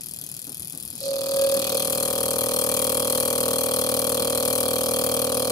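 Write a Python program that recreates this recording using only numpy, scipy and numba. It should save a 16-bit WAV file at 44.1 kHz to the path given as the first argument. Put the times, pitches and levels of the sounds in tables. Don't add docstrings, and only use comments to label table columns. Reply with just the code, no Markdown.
import sys
import numpy as np
from scipy import signal
from scipy.fft import rfft, irfft
from scipy.io import wavfile
from scipy.ndimage import uniform_filter1d
from numba import njit

SR = 44100
rng = np.random.default_rng(int(sys.argv[2]) if len(sys.argv) > 2 else 0)


def unload_audio(sound):
    columns = np.transpose(np.atleast_2d(sound))
    steps = np.round(np.clip(columns, -1, 1) * 32767)
    wavfile.write(sys.argv[1], SR, steps.astype(np.int16))


N = 242991
T = np.arange(N) / SR

# frequency in Hz, relative density in dB.
SHOP_SPECTRUM = [(15, -48), (25, -8), (149, 20), (270, 10.5), (936, -8.5), (2350, -8), (4610, -3),
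                 (8590, -7), (10400, -15), (14800, -56), (16000, -28)]
# start in seconds, peak level in dB, pitch in Hz.
BENCH_BUMPS = [(0.123, -49, 178), (0.219, -42, 243), (0.472, -37, 250), (0.595, -40, 108),
               (0.737, -36, 260), (0.839, -41, 99.6), (0.929, -38.5, 250), (1.55, -26.5, 260),
               (3.919, -39, 229), (4.198, -26, 230)]
# frequency in Hz, width in Hz, relative gain in dB.
BENCH_MODES = [(80, 11, -47), (129, 50, -8.5), (148, 26, -22.5), (205, 33, -14), (255.5, 20, -3),
               (752.3, 28.4, -5), (820, 29, -13.5), (952.5, 45, -4), (1113, 117, 7.5), (1208, 30, -10.5)]
BODY_MODES = [(5020, 380, -5), (7530, 390, 5), (8740, 220, 0), (8740, 230, 4.5), (10160, 1000, 11.5),
              (11620, 900, 15.5), (12400, 4500, 10.5), (14700, 1000, -19)]
HOLDER_MODES = [(2354, 107, -8), (3257, 226, -1), (4317, 220, -2), (5045, 186, -5.5), (6055, 207, -4.5)]
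# time in seconds, gain in dB.
SING_ENVELOPE = [(1.0, -82), (1.02, -40), (1.08, -27.5), (1.19, -31), (1.26, -35), (1.32, -30.5),
                 (1.45, -23.5), (1.5, -30), (1.54, -24), (1.6, -34), (1.7, -55), (4, -42), (5.51, -39.5)]
# time in seconds, size in dB relative to a closing.
LINE_KNOCKS = [(1.7222, 5), (1.7480, 8.5), (1.7735, -7)]
# frequency in Hz, relative density in dB.
HISS_SPECTRUM = [(1500, -7), (2700, -4.5), (4000, -18), (5600, -3.5), (7500, 5), (10400, 8.5), (13000, 4),
                 (15000, 0), (16000, -2)]
# frequency in Hz, left minus right in dB.
PORT_CONTRAST = [(25, -2), (60, -1), (110, -2), (200, 3), (380, -1), (700, -8), (1290, 0), (2380, -4),
                 (4400, -12), (8120, 12.5), (15000, 29)]

PULSE_HZ = 39.18
SWITCH_ON_S, SWITCH_OFF_S = .0084, .0163
LIFT_DELAY_MS, LIFT_DELAY_RISE_S = 1.493, 1.253
FUEL_ON_S, PRESSURE_RISE_S = .995, 0.78
FILL_START_S, FILL_END_S, FILL_EMPTY = 1.58, 1.93, .74
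SHOP_DB, ROOM_DB, ROOM_T60_S = -48.5, -3.5, 0.099
RUSH_PEAK_S, RUSH_DB, RUSH_RISE_DB_PER_S, RUSH_FALL_DB_PER_S = 1.06, -38, 132, 250
THUMP_DB, THUMP_EXPONENT = -32, 0.79
SURGE_DB, SURGE_EXPONENT, SURGE_AIR_DB = -28.5, 0.54, -2.5
BENCH_SLACK_SHARP = 0.048
SURGE_HZ, SURGE_WIDTH_HZ = 500.8, 26.3
LOWER_HZ, LOWER_WIDTH_HZ, LOWER_DB = 469.2, 36, -5.5
SING_HZ, SING_WIDTH_HZ = 548.5, 6
POCKET_HZ, POCKET_WIDTH_HZ, POCKET_DB = 4720, 530, -42
SPRAY_DB, SPRAY_SAG_DB_PER_S = -26, 1.15
CLICK_DB, CHATTER_HOLD_S, CHATTER_FADE_S = -40, 0.0018, 0.0011
SEAT_DRY_DB, SEAT_WET_DB = -6, -11
HOLDER_DRY_DB, HOLDER_WET_DB = -50.5, -40
HOLDER_HOLLOW_DB, HOLDER_FILLING_DB = 6, 5
PORT_LAG_S, TOP_HZ = .00018, 15620


def undb(db):
    return 10 ** (np.asarray(db) / 20)


def unit(x):
    return x / np.sqrt(np.mean(x ** 2) + 1e-18)


def colour(x, points, scale=1, lag_s=0):
    hz = np.arange(N // 2 + 1) * SR / N + 1e-9
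    point_hz, db = np.transpose(points)
    gain = undb(scale * np.interp(np.log(hz), np.log(point_hz), db))
    return irfft(rfft(x) * gain * np.exp(-2j * np.pi * hz * lag_s), N)


def cut(x, order, hz, kind):
    return signal.sosfilt(signal.butter(order, hz, kind, fs=SR, output="sos"), x)


@njit
def svf(x, hz, width):
    y, band, low = np.empty(len(x)), 0., 0.
    for i in range(len(x)):
        g, damping = np.tan(np.pi * hz[i] / SR), width[i] / hz[i]
        v = (band + g * (x[i] - low)) / (1 + g * (g + damping))
        band, low, y[i] = 2 * v - band, low + 2 * g * v, v / g
    return y


def resonate(x, hz, width_hz):
    return svf(x, np.ones(N) * hz, np.ones(N) * width_hz)


def modes(x, table, flip=-1, tune=1, blur=1):
    return sum(flip ** k * undb(db) * resonate(x, hz * tune, width * blur)
               for k, (hz, width, db) in enumerate(table))


def train(times, sizes):
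    out, at = np.zeros(N + 1), times * SR
    keep = at < N - 1
    i, part = at[keep].astype(int), at[keep] % 1
    np.add.at(out, i, sizes[keep] * (1 - part))
    np.add.at(out, i + 1, sizes[keep] * part)
    return out[:N]


def fade(x, tau_s):
    return signal.lfilter([1], [1, -np.exp(-1 / (tau_s * SR))], x)


def noise_pair(envelope, apart):
    shared = rng.standard_normal(N)
    return envelope * (shared + apart * rng.standard_normal((2, N)))


def fuelled():
    return np.clip((T - FUEL_ON_S) / 0.039, 0, 1)


def since_fuel(t=T):
    return np.clip(t - FUEL_ON_S, 0, None)


def pressure():
    return 1 - np.exp(-since_fuel() / PRESSURE_RISE_S)


def hollow():
    return FILL_EMPTY * np.clip((FILL_END_S - T) / (FILL_END_S - FILL_START_S), 0, 1)


def shop():
    mid, side = (colour(rng.standard_normal(N), SHOP_SPECTRUM) for _ in range(2))
    side = colour(side, [(30, 9), (100, -30.5), (1500, -8)])
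    return undb(SHOP_DB) * unit(np.array([mid + side, mid - side]))


def room(x):
    t = np.arange(int(.3 * SR)) / SR
    tail = rng.standard_normal((2, len(t))) * np.exp(-np.log(1000) * t / ROOM_T60_S)
    return undb(ROOM_DB) * signal.fftconvolve(x, unit(tail) / np.sqrt(len(t)), axes=1)[:, :N]


def bumps():
    out = np.zeros(N)
    for start_s, db, hz in BENCH_BUMPS:
        push = fade(train(np.array([start_s]), np.ones(1)), tau_s=0.047) * rng.standard_normal(N)
        ring = resonate(push, hz, width_hz=80)
        out += undb(db) * ring / np.abs(ring).max()
    return out


def first_rush():
    hiss = np.array([resonate(noise, hz=4700, width_hz=2000) for noise in noise_pair(1, apart=0.94)])
    late_s = T - RUSH_PEAK_S
    db = RUSH_DB - np.where(late_s < 0, -RUSH_RISE_DB_PER_S, RUSH_FALL_DB_PER_S) * late_s
    return undb(db) * unit(np.diff(hiss, prepend=0))


def bench_thump(hammer, drop):
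    force = fade(hammer - 0.45 * drop, tau_s=0.00024) + 0.024 * rng.standard_normal(N)
    ring = modes(force, BENCH_MODES, flip=0.98, tune=1 + BENCH_SLACK_SHARP * (1 - pressure()))
    return undb(THUMP_DB) * pressure() ** THUMP_EXPONENT * unit(ring)


def pipe_wall(x):
    for _ in range(2):
        x = unit(resonate(x, hz=525, width_hz=300))
    return x


def column_surge(hammer, drop, vent, stiffness_scatter):
    knock_s, knock_db = np.transpose(LINE_KNOCKS)
    jump = hammer + train(knock_s, undb(knock_db))
    upper_hz = SURGE_HZ * (1 + fade(stiffness_scatter, tau_s=0.0082))
    upper = resonate(jump + 0.27 * drop, upper_hz, SURGE_WIDTH_HZ + 60 * vent)
    turbulence = 0.013 * rng.standard_normal(N)
    lower = resonate(jump + 0.82 * drop + turbulence, LOWER_HZ, LOWER_WIDTH_HZ + 22 * vent)
    gain = undb(SURGE_DB + SURGE_AIR_DB * hollow()) * pressure() ** SURGE_EXPONENT
    return gain * pipe_wall(unit(upper) + undb(LOWER_DB) * unit(lower))


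def column_song(hammer, drop):
    tone = resonate(hammer + 0.5 * drop, SING_HZ, SING_WIDTH_HZ)
    third = resonate(tone ** 3, 3 * SING_HZ, width_hz=100)
    third = unit(cut(third, 4, 2 * SING_HZ, "high"))
    db = np.interp(T, *np.transpose(SING_ENVELOPE))
    return undb(db) * pipe_wall(tone) + undb(2 * db - 6.5) * third


def feed_pipe(opens, closes, scatter):
    hammer = train(closes, undb(0.2 * scatter["hammer"]))
    drop = train(opens, undb(1.9 * scatter["drop"]))
    vent = nozzle_flow(opens, closes, np.zeros(len(opens)))
    surge = column_surge(hammer, drop, vent, train(closes, 0.12 + .028 * scatter["stiffness"]))
    sound = surge + column_song(hammer, drop) + bench_thump(hammer, drop)
    return cut(sound, 3, [62, 1900], "band")


def nozzle_flow(opens, closes, scatter):
    size = undb(0.37 * scatter)
    gate = np.clip(np.cumsum(train(opens, size) - train(closes, size)), 0, None)
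    return gate + fade(train(closes, 0.23 * size), tau_s=0.002)


def spray(opens, closes, scatter):
    grit = undb(3.2 * unit(uniform_filter1d(rng.standard_normal(N), size=20)))
    jets = noise_pair(nozzle_flow(opens, closes, scatter["flow"]) * grit, apart=1.08)
    hiss = np.array([unit(colour(jet, HISS_SPECTRUM)) + 0.2 * unit(modes(jet, BODY_MODES))
                     for jet in jets])
    return pressure() * undb(SPRAY_DB - SPRAY_SAG_DB_PER_S * since_fuel()) * unit(hiss)


def air_pocket(seat):
    ping = unit(resonate(seat, POCKET_HZ, POCKET_WIDTH_HZ))
    return undb(POCKET_DB) * fuelled() * hollow() * unit(np.diff(ping, prepend=0))


def holder(blows, flow):
    shake = 10 * blows + noise_pair(fade(blows, tau_s=0.0023) + 0.5 * pressure() * flow, apart=0.58)
    empty = hollow()
    rings = [modes(force, HOLDER_MODES, tune=1 + 0.061 * empty, blur=1 + 0.5 * empty) for force in shake]
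    wet_db = HOLDER_WET_DB + HOLDER_HOLLOW_DB * empty
    wet_db += HOLDER_FILLING_DB * np.sin(np.pi * empty / FILL_EMPTY)
    gain = undb(HOLDER_DRY_DB) + undb(wet_db) * pressure() ** 0.64
    return gain * unit(cut(rings, 2, 2600, "high"))


def needle(opens, closes, scatter):
    stop = train(opens, undb(0.7 * scatter["stop"]))
    seat = train(closes, undb(0.63 * scatter["seat"]))
    hits = stop + undb(SEAT_DRY_DB + (SEAT_WET_DB - SEAT_DRY_DB) * fuelled()) * seat
    held = signal.lfilter(np.ones(int(CHATTER_HOLD_S * SR)), [1], hits)
    chatter = noise_pair(fade(held + 15 * hits, CHATTER_FADE_S), apart=0.26)
    body = np.array([unit(modes(force, BODY_MODES)) + 0.83 * unit(colour(force, HISS_SPECTRUM))
                     for force in chatter])
    flow = nozzle_flow(opens, closes, scatter["flow"])
    return undb(CLICK_DB) * unit(body) + holder(stop + 1.6 * seat, flow) + air_pocket(seat)


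def valve_cycles():
    start = np.arange(int(N / SR * PULSE_HZ) + 1) / PULSE_HZ
    open_jitter, close_jitter, *draws = rng.standard_normal((len(start), 8)).T
    delay_ms = LIFT_DELAY_MS * (1 - np.exp(-since_fuel(start) / LIFT_DELAY_RISE_S))
    opens = start + SWITCH_ON_S + delay_ms / 1000 + .00002 * open_jitter
    closes = start + SWITCH_OFF_S + .00002 * close_jitter
    return opens, closes, dict(zip(["stop", "seat", "flow", "hammer", "drop", "stiffness"], draws))


def scene():
    cycles = valve_cycles()
    low = feed_pipe(*cycles)
    bright = needle(*cycles) + spray(*cycles) + first_rush()
    return bright + room(bright + 0.18 * low) + low + bumps() + shop()


def record(dry):
    left = colour(dry[0], PORT_CONTRAST, scale=0.22)
    right = colour(dry[1], PORT_CONTRAST, scale=-0.43, lag_s=PORT_LAG_S)
    return signal.sosfilt(signal.ellip(14, .2, 70, TOP_HZ, fs=SR, output="sos"), np.array([left, right]))


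dry = scene()
out = record(dry)
unload_audio(out)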